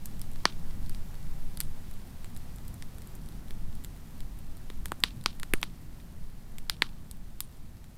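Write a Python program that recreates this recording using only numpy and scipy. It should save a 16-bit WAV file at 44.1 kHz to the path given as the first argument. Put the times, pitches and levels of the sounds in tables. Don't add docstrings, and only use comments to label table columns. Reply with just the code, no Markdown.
import sys
import numpy as np
from scipy import signal
from scipy.fft import rfft, irfft, next_fast_len
from scipy.io import wavfile
from scipy.ndimage import uniform_filter1d, map_coordinates

SR = 44100
rng = np.random.default_rng(int(sys.argv[2]) if len(sys.argv) > 2 else 0)


def unload_audio(sound):
    columns = np.transpose(np.atleast_2d(sound))
    steps = np.round(np.clip(columns, -1, 1) * 32767)
    wavfile.write(sys.argv[1], SR, steps.astype(np.int16))


N = 351477

# (time [s], level over 10 ms [dB], centre of the sound [Hz], spread [octaves], extra level of crack ring [dB])
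BURSTS = [(0.0574, -46.5, 8780, 1, -3.5), (0.1943, -58, 15290, 1.8, 0), (0.2158, -48, 16380, 1.6, 3.5),
          (0.316, -61.3, 16380, 2.2, -8), (0.3348, -56, 4390, 0.7, -9), (0.359, -57, 960, 1.8, 2),
          (0.4542, -19.5, 1180, 1.04, 7.5), (0.8953, -51, 6210, 1.2, -0.5),
          (0.9476, -56.6, 4390, 0.86, 4.5), (1.573, -50.5, 16380, 2, 5), (1.6037, -35.5, 15290, 1.7, 2),
          (1.611, -46.5, 5400, 1.5, 3), (1.6349, -59.3, 7130, 1.1, -4), (1.9119, -60, 8190, 2.6, -3),
          (2.2448, -44, 3660, 0.68, -13), (2.3487, -65, 16380, 1.9, -4), (2.3644, -56.0, 10090, 2.3, 2),
          (2.374, -58, 13310, 1.4, -3), (2.5604, -58.5, 7130, 1, -7), (2.5845, -55.5, 3570, 0.84, -6),
          (2.6806, -54.5, 16380, 1.3, 1), (2.742, -56.5, 16380, 1.2, -8), (2.8238, -43, 3280, 0.73, -5.5),
          (2.984, -60.2, 4100, 2.8, -7), (3.02, -60.5, 15290, 3.0, 0), (3.0732, -56.8, 16380, 1.4, -7),
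          (3.1525, -55.2, 16380, 1, -11), (3.2879, -60.5, 15290, 1.6, 6.5), (3.5076, -53.5, 830, 2.3, 2),
          (3.752, -62, 16380, 2.2, -5), (3.839, -58, 16300, 1.7, -2), (3.8468, -50.1, 16380, 2.1, 2),
          (4.2051, -57.5, 4100, 1.7, 4.5), (4.3892, -61, 16380, 1.7, -8), (4.57, -61, 12420, 2.5, -5),
          (4.701, -47.5, 360, 2.4, 4), (4.8573, -43, 3130, 2, -4.5), (4.883, -54, 4100, 0.76, -9),
          (4.9189, -32.5, 1030, 1.43, -11), (5.003, -52.5, 5790, 0.8, -11), (5.0373, -24, 1780, 1.17, 6.5),
          (5.2117, -53, 4100, 0.6, -5), (5.2393, -51, 4100, 0.8, -6), (5.26, -27, 1580, 1.21, 6.5),
          (5.3984, -50.5, 5040, 1.5, -1.5), (5.4318, -39, 2080, 1.31, -4.5),
          (5.5364, -25, 1120, 1.73, -6.5), (5.615, -54, 12420, 1.8, -1), (5.6295, -31.5, 1830, 1.1, 3),
          (5.6378, -47.6, 1550, 2, -1), (6.5837, -51, 4100, 2.1, -1.5), (6.6974, -33.5, 3120, 1.28, 7),
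          (6.821, -22, 1450, 1.06, 2.5), (7.1123, -47, 6200, 0.7, -3.5), (7.405, -37, 16200, 1.8, 1.5),
          (7.8422, -54.5, 3600, 0.7, -10)]
# (low edge [Hz], high edge [Hz], puff time [ms])
RINGS = [(171.7, 486, 0.55), (983, 2320, .4), (3170, 5100, 0.3), (7400, 10060, .2), (10400, 13900, 0.089)]
RING_READINESS = [1.47, 0.39, -1, 1.1, 1.8]
# (delay [s], spread [s], level relative to the others [dB])
ECHOES = [(.009, 0.012, 5), (.019, 0.0018, -5.5), (0.026, 0.0047, -3), (.033, 0.0023, -11),
          (.041, 0.0052, 1), (0.046, 0.0028, -9), (.054, .005, -12.5), (.070, 0.0015, -5),
          (0.083, 0.00063, -12), (0.074, .02, -17)]
# (low edge [Hz], high edge [Hz], extra level [dB])
ECHO_BANDS = [(200.5, 340, 4), (900, 1500, -2), (2365, 4960, 7.5), (5430, 9200, 2), (8130, 11000, 9)]
# (time [s], level [dB])
BLAZE = [(0.0, -2.5), (0.7, 0), (1.5, -1.5), (2.6, -1), (3.5, 2), (4.3, -.5), (5.3, 1), (6.2, -0.5),
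         (7.0, 1), (7.97, -1.5)]
# (frequency [Hz], relative level per Hz [dB])
RUMBLE_COLOUR = [(26, -7.5), (33, 0.5), (43, -0.5), (57, -9.5), (70, -7), (85, -7), (100, -11.5),
                 (120, -9.4), (135, -12.5), (155, -9.5), (180, -13), (230, -16), (290, -22), (350, -25.5)]
# (frequency [Hz], relative level per Hz [dB])
ROAR_COLOUR = [(350, 1.5), (450, -4), (600, -5), (800, -5), (1100, -8), (1500, -11), (2000, -11)]
# (frequency [Hz], relative level per Hz [dB])
HISS_COLOUR = [(2000, 1.5), (3000, -0.5), (4400, -1.2), (6500, -3.5), (9000, -3.5), (12500, -3.5),
               (15000, -3), (15700, -11.5), (16000, -17), (16400, -46)]
# (time [s], level [dB])
AIR_PUSH = [(0.0, -31.5), (1.31, -28.5), (1.9, -32.5), (2.2, -36), (2.4, -35.5), (3.2, -40), (3.7, -26),
            (3.91, -41), (4.71, -33), (5.01, -45), (5.52, -29), (5.88, -43.5), (6.57, -34), (7.3, -45.5),
            (7.66, -37.5), (7.97, -53)]
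# (frequency [Hz], relative level per Hz [dB])
AIR_COLOUR = [(2, -10), (5, -4), (10, 1.5), (16, -8.5), (21, -11.5), (26, -20.5)]

ECHO_DB = -26.5
SOFT_DB, SHARP_DB, SOFT_RUPTURE, SHARP_RUPTURE = -50.5, -41, 0.6, 1.7
RUMBLE_DB, ROAR_DB, HISS_DB = -41.5, -58.5, -59.5
ROAR_SHARE = 0.48
FADE_FROM_S, FADE_TO_S = 0.94, 14.8
SHOVE_S, SHOVE_DB, SHOVE_WIDTH_S = 5.54, -16.5, 0.01
TOP_HZ = 16800


def pops():
    times, burst_db, centre_hz, spread, crack_db = np.transpose(BURSTS)
    rupture = np.interp(burst_db, [SOFT_DB, SHARP_DB], [SOFT_RUPTURE, SHARP_RUPTURE])
    ring_db = []
    for (low_hz, high_hz, _), readiness in zip(RINGS, RING_READINESS):
        octaves_away = np.log2(np.sqrt(low_hz * high_hz) / centre_hz)
        ring_db.append(burst_db + readiness - 3 * (octaves_away / spread) ** 2)
    ring_db[2] = ring_db[2] + crack_db

    direct = 0
    for ring, db in zip(RINGS, ring_db):
        direct = direct + undb(db)[:, None] * bursts(*ring, count=len(times), rupture=rupture)
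    echoed = 0
    for band, db in zip(ECHO_BANDS, ring_db):
        echoed = echoed + np.outer(undb(db + ECHO_DB), echoes(*band))
    return place(times, direct) + place(times, echoed)


def bursts(low_hz, high_hz, puff_ms, count, rupture, tail_db=-19, tail_ms=6.1):
    ms = np.arange(1024) * 1000 / SR
    puff = (ms / puff_ms) * np.exp(1 - ms / puff_ms)
    splinters = undb(tail_db) * np.exp(-ms / tail_ms)
    push = (puff + splinters) * rng.standard_normal((count, len(ms)))
    puff_samples = puff_ms * SR / 1000
    push[:, int(puff_samples)] -= rupture * np.sqrt(puff_samples)
    ring = signal.butter(2, [low_hz, high_hz], "band", fs=SR, output="sos")
    sound = signal.sosfilt(ring, push)
    return sound / np.sqrt(np.sum(sound ** 2, axis=1, keepdims=True) * 100 / SR)


def echoes(low_hz, high_hz, db):
    t = np.arange(SR // 5) / SR
    strength = 0
    for delay, spread, echo_db in ECHOES:
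        strength = strength + undb(echo_db) * np.exp(-0.5 * ((t - delay) / spread) ** 2)
    specks = undb(3.5 * uniform_filter1d(rng.standard_normal(len(t)), size=36) * 5.2)
    scattered = strength * specks * rng.standard_normal(len(t))
    band = signal.butter(2, [low_hz, high_hz], "band", fs=SR)
    sound = signal.lfilter(*band, scattered)
    return undb(db) * sound / np.sqrt(np.sum(sound ** 2) * 100 / SR)


def faint_ticks(count=300, base_db=-18, colour_db=4):
    when, size = rng.random((count, 2)).T
    tick_db = base_db - 3.1 * np.log(size + 0.015)
    ring_db = tick_db + colour_db * rng.standard_normal((count, 4)).T
    ticks = 0
    for ring, db in zip(RINGS[1:], ring_db):
        ticks = ticks + undb(db)[:, None] * bursts(*ring, count=count, rupture=SOFT_RUPTURE)
    return place(when * N / SR, ticks)


def flame_rumble(blaze):
    return undb(RUMBLE_DB) * blaze * noise(RUMBLE_COLOUR, flicker_db=1.0, rate=9)


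def flame_roar(blaze):
    return undb(ROAR_DB) * blaze ** ROAR_SHARE * noise(ROAR_COLOUR, flicker_db=0.474, rate=13)


def hiss_and_ticks():
    return undb(HISS_DB) * (noise(HISS_COLOUR, flicker_db=0.45, rate=25) + faint_ticks())


def moving_air():
    air = curve(AIR_PUSH) * noise(AIR_COLOUR, flicker_db=0.4, rate=2.96)
    widths_away = (np.arange(N) / SR - SHOVE_S) / SHOVE_WIDTH_S
    return air + undb(SHOVE_DB) / (1 + widths_away ** 2)


def noise(colour, flicker_db, rate):
    colour_hz, colour_db = np.transpose(colour)
    n = next_fast_len(N)
    hz = np.arange(1, n // 2 + 2) * SR / n
    gain = undb(np.interp(np.log(hz), np.log(colour_hz), colour_db))
    gain = gain * (hz > colour_hz[0]) * (hz <= colour_hz[-1])
    sound = irfft(rfft(rng.standard_normal(n)) * gain, n)[:N]
    sound = sound * undb(flicker_db * walk(rate))
    return sound / np.sqrt(np.mean(sound ** 2))


def walk(rate):
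    levels = rng.standard_normal(size=1000)
    path = map_coordinates(levels, [np.arange(N) * rate / SR], order=3)
    return path / path.std()


def curve(rows):
    times, db = np.transpose(rows)
    return undb(np.interp(np.arange(N) / SR, times, db))


def place(times, sounds):
    track = np.zeros(N + sounds.shape[1])
    for time, sound in zip(times, sounds):
        track[int(time * SR):][:len(sound)] += sound
    return track[:N]


def undb(db):
    return 10 ** (np.asarray(db) / 20)


def scene():
    fade_out = np.clip((FADE_TO_S - np.arange(N) / SR) / (FADE_TO_S - FADE_FROM_S), 0, 1)
    blaze = curve(BLAZE)
    flames_and_ticks = flame_rumble(blaze) + flame_roar(blaze) + hiss_and_ticks()
    return (pops() + fade_out * flames_and_ticks + moving_air())[None]


def record(dry):
    rounded = np.tanh(0.8 * dry) / 0.8
    top_cut = signal.ellip(10, 0.2, 80, TOP_HZ, fs=SR, output="sos")
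    return signal.sosfilt(top_cut, rounded)


dry = scene()
out = record(dry)
unload_audio(out)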